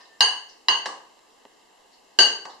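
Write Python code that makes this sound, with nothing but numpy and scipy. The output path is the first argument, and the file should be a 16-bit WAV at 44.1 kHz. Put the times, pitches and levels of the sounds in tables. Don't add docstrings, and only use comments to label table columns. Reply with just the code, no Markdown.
import sys
import numpy as np
from scipy import signal
from scipy.fft import rfft, irfft
from scipy.io import wavfile
from scipy.ndimage import uniform_filter1d

SR = 44100
rng = np.random.default_rng(int(sys.argv[2]) if len(sys.argv) > 2 else 0)


def decibels_to_gain(level_db):
    exponent = np.asarray(level_db, float) / 20
    return 10 ** exponent


def persist_wave(psi):
    counts = np.round(np.clip(psi, -1, 1) * 32767).astype(np.int16)
    wavfile.write(sys.argv[1], SR, np.atleast_2d(counts).T)


N = 114660
LEAD = SR // 4


def read(points, hz):
    f, value = np.transpose(points)
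    return np.interp(np.log(hz + 1), np.log(f + 1), value)


def evened(x):
    return x / np.sqrt(np.mean(x ** 2) + 1e-20)


def add(mix, start_s, sound):
    part = mix[..., round(start_s * SR) + LEAD:][..., :sound.shape[-1]]
    part += sound[..., :part.shape[-1]]


def colour(x, db_of):
    hz = abs(np.fft.fftfreq(4096, 1 / SR))
    log_gain = np.log(decibels_to_gain(np.maximum(db_of(hz), -100)))
    min_phase = -signal.hilbert(log_gain).imag
    taps = np.fft.ifft(np.exp(log_gain + 1j * min_phase)).real[:2048]
    return signal.oaconvolve(np.atleast_2d(x), taps[None], axes=1)[:, :x.shape[-1]]


def bump(start_s, level_db, t60_s, dull_hz, weight_db):
    # f/Hz, gain/dB
    body_gain = [(100, -32), (200, -12.5), (430, -7), (900, 1), (2000, -3.5), (4500, -4.5), (8500, -13.5),
                 (12000, -35.5)]
    push_db = -12
    t = np.arange(SR // 5) / SR
    fade = decibels_to_gain(-60 * t / t60_s) * np.minimum(t / 0.0013, 1)
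    z = rfft(rng.standard_normal(len(t)) * fade)
    rattle = irfft(z / abs(z)) * np.sqrt(fade)
    burst = rattle / np.linalg.norm(rattle) + decibels_to_gain(push_db) * (t == 0)

    def gain_db(hz):
        dulling_db = 10 * np.log10(1 + (hz / dull_hz) ** 6)
        bass_db = weight_db / (1 + (hz / 550) ** 4)
        return read(body_gain, hz) - dulling_db + bass_db

    body = colour(burst, gain_db)
    return start_s, decibels_to_gain(level_db + 16) * body / np.linalg.norm(body)


def room(x):
    # f/Hz, t60/s
    decay = [(150, 0.45), (500, 0.54), (1000, 0.48), (2000, .45), (4000, 0.42), (8000, 0.41), (14000, 0.15)]
    mono_hz = 700
    taps = np.zeros((2, SR))
    at = np.arange(120, SR - 20, 20) + rng.integers(0, 20, (2, (SR - 121) // 20))
    np.put_along_axis(taps, at, rng.choice([-1., 1.], at.shape), 1)
    hz, t, z = signal.stft(taps, SR, nperseg=256)
    apart = (1 / np.sqrt(1 + (mono_hz / (hz + 1)) ** 4))[:, None]
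    z[1] = apart * z[1] + np.sqrt(1 - apart ** 2) * z[0]
    fade = decibels_to_gain(-60 * t / read(decay, hz)[:, None])
    tail = signal.istft(z * fade, SR, nperseg=256)[1]
    return signal.fftconvolve(x, tail / np.linalg.norm(tail[0]), axes=1)[:, :x.shape[1]]


def chirp(start_s, length_s, level_db, hz):
    t = np.arange(0, length_s, 1 / SR)
    swell = np.sin(np.pi * t / length_s) ** 0.6
    return start_s, decibels_to_gain(level_db) * np.sin(2 * np.pi * hz * t)[None] * swell


def wash():
    # f/Hz, correlation/1
    likeness = [(60, 0.17), (240, 0.21), (950, 0.23), (3770, 0.42), (15000, -0.0)]
    # f/Hz, level/dB
    spectrum = [(100, -23.5), (200, -5.5), (437, -2), (900, -2.2), (1800, -10.5), (2840, -8), (7060, -19.5),
                (13500, -30)]
    wash_db, top_hz, patch_db = -56, 13600, 1.1
    insect_db, insect_hz, insect_width_hz = -76.5, 7250, 330
    frames, hz = N // 256 + 5, np.fft.rfftfreq(1024, 1 / SR)
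    a, b, c, d, patches = rng.standard_normal((frames, 513, 5)).T
    patches = uniform_filter1d(patches, size=12, axis=0)
    patches = evened(uniform_filter1d(patches, size=14, axis=1))
    same = np.clip(read(likeness, hz), -1, 1)[:, None]
    left = a + 1j * b
    right = same * left + np.sqrt(1 - same ** 2) * (c + 1j * d)
    z = np.array([left, right]) * decibels_to_gain(patch_db * patches)

    def band(gain):
        return evened(signal.istft(z * gain[:, None], nperseg=1024, noverlap=768)[1][:, :N])

    wide = band(decibels_to_gain(read(spectrum, hz)) * (hz < top_hz))
    insect = band(np.exp(-((hz - insect_hz) / insect_width_hz) ** 2))
    return decibels_to_gain(wash_db) * wide + decibels_to_gain(insect_db) * insect


def rumble():
    level_db, corner_hz = -81, 60
    noise = rng.standard_normal((2, N))
    return decibels_to_gain(level_db) * evened(colour(noise, lambda hz: -20 * np.log10(1 + (hz / corner_hz) ** 2)))


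def scrape(start_s, length_s, level_db, centre_hz):
    slips_per_s, width_octaves = 5000, 0.45
    t = np.arange(SR // 5) / SR
    slips = rng.standard_normal(len(t)) * (rng.random(len(t)) < slips_per_s / SR)
    band = colour(slips, lambda hz: -10 * (np.log2((hz + 1) / centre_hz) / width_octaves) ** 2)
    swell = np.sin(np.pi * np.minimum(t / length_s, 1) ** .7) ** 2
    return start_s, decibels_to_gain(level_db) * evened(band) * swell


def knock(place, start_s, ring_db, tick_db, clank_db, pan_db):
    # f/Hz, t60/s, level/dB at the place of knock 1, 2, 3
    rim_modes = [(1036, 0.016, -2.5, -1, -27.5), (1573, 0.064, -15, -14.5, -4),
                 (1649, 0.03, -5.5, -11, -30), (2000, 0.02, -9.5, -8, -19), (2900, 0.11, -6, -3.5, -2),
                 (2973, .07, -2, -1.5, -2.5), (4100, 0.034, -9, -14, -7.5), (4480, .05, -4, -7, -6),
                 (4596, 0.087, -3, -9.5, 2), (437, 0.056, -24, -24.5, -16), (6493, 0.062, -11.5, -13.5, -7),
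                 (8690, 0.064, -15.5, -27, -20.5), (9850, .04, -27, -42, -35), (10760, .04, -35, -40, -24)]
    split, twin_db, port_lag_s = 0.0075, -4.5, .00007
    t, out = np.arange(SR // 3) / SR, 0
    lagged = t - port_lag_s * np.array([[1], [0]])
    for hz, t60_s, *place_db in rim_modes:
        for f, db in ((hz, 0), (hz * (1 - split), twin_db)):
            phase = 2 * np.pi * f * lagged + rng.normal(0, 0.23, (2, 1))
            out = out + decibels_to_gain(ring_db + db + place_db[place] - 60 * t / t60_s) * np.sin(phase)
    return start_s, out * np.minimum(t / 0.0011, 1) * decibels_to_gain(pan_db * np.array([[.5], [-.5]]))


def tick(start_s, ring_db, tick_db, clank_db, pan_db):
    # f/Hz, t60/s, level/dB
    tip_modes = [(1925, 0.013, -4.5), (3980, .012, 8), (5000, 0.045, -3.8)]
    t = np.arange(1500) / SR
    clank = 0
    for hz, t60_s, db in tip_modes:
        clank = clank + decibels_to_gain(clank_db + db - 60 * t / t60_s) * np.sin(2 * np.pi * hz * t)
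    spark = decibels_to_gain(tick_db - 60 * t / .004) * rng.standard_normal((2, len(t))) * decibels_to_gain([[-4.5], [0]])
    return start_s + .0004, spark + clank * np.minimum(t / .0006, 1)


def scene():
    # t/s, level/dB, t60/s, dullness/Hz, weight below 500 Hz/dB
    bumps = [
        (-.15, -20.5, 0.048, 3950, -5.2),
        (.2068, -13.5, 0.029, 7000, -6),
        (0.685, -15.5, 0.015, 4980, -1),
        (0.8564, -22, 0.039, 1360, -6),
        (.8574, -24, 0.056, 10800, 5),
        (2.1888, -9, 0.043, 8750, 5),
        (2.453, -28, 0.035, 1404, 0.5),
    ]
    # t/s, length/s, level/dB, f/Hz
    chirps = [
        (-.04, 0.1, -56.5, 1809),
        (0.083, .105, -55, 1792),
        (.188, .02, -60, 5400),
    ]
    # t/s, length/s, level/dB, centre f/Hz
    scrapes = [
        (.005, 0.017, -52.5, 4560),
        (0.045, 0.023, -58, 3500),
        (0.484, 0.026, -51, 4800),
        (0.85, 0.056, -63, 8200),
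        (1.91, 0.064, -63.5, 4455),
        (2.44, 0.067, -60, 6230),
        (2.492, 0.026, -51, 4170),
    ]
    # t/s, ring/dB, tick/dB, clank/dB, left-right/dB
    knocks = [
        (0.2065, -12.5, -22, -9, 0.4),
        (0.6839, -14, -53, -12.5, 0.7),
        (2.1880, -13, -30, -18, 0.56),
    ]
    # t/s, level/dB, t60/s, dullness/Hz, weight below 500 Hz/dB
    close_taps = [
        (0.8579, -16, 0.074, 5000, -2),
        (1.191, -49, .008, 9000, -10),
        (1.4517, -36.5, 0.012, 2900, 10.5),
        (1.4529, -38.5, 0.11, 800, 15),
        (1.594, -54, 0.0072, 6070, -5.5),
        (2.4525, -31, .05, 7000, -11),
    ]
    room_db = 4
    mix = np.zeros((2, N + LEAD))
    strokes = [bump(*row) for row in bumps] + [scrape(*row) for row in scrapes]
    strokes += [knock(place, *row) for place, row in enumerate(knocks)]
    for start_s, sound in strokes:
        sound = np.pad(sound * np.ones((2, 1)), ((0, 0), (0, SR // 2)))
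        add(mix, start_s, sound + decibels_to_gain(room_db) * room(sound))
    dry_sounds = [chirp(*row) for row in chirps] + [tick(*row) for row in knocks]
    for start_s, sound in dry_sounds + [bump(*row) for row in close_taps]:
        add(mix, start_s, sound)
    return mix[:, LEAD:] + wash()


def roll_off(x):
    return signal.sosfilt(signal.butter(12, 16030, fs=SR, output="sos"), x)


def record(dry):
    # f/Hz, width/Hz, gain/dB
    dips = [(600, 52, -4.5), (1385, 139, -10.5), (2392, 180, -15.5), (3456, 320, -7.5), (6900, 250, -0.5)]
    low_cut_hz = 190
    bend = .004

    def body_db(hz):
        notch_db = sum(db * np.exp(-((hz - f) / w) ** 2) for f, w, db in dips)
        return notch_db - 20 * np.log10(1 + (low_cut_hz / (hz + 20)) ** 2)

    heard = colour(dry, body_db)
    return roll_off(np.clip(heard + bend * heard ** 2 + rumble(), -1, 1))


dry = scene()
out = record(dry)
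persist_wave(out)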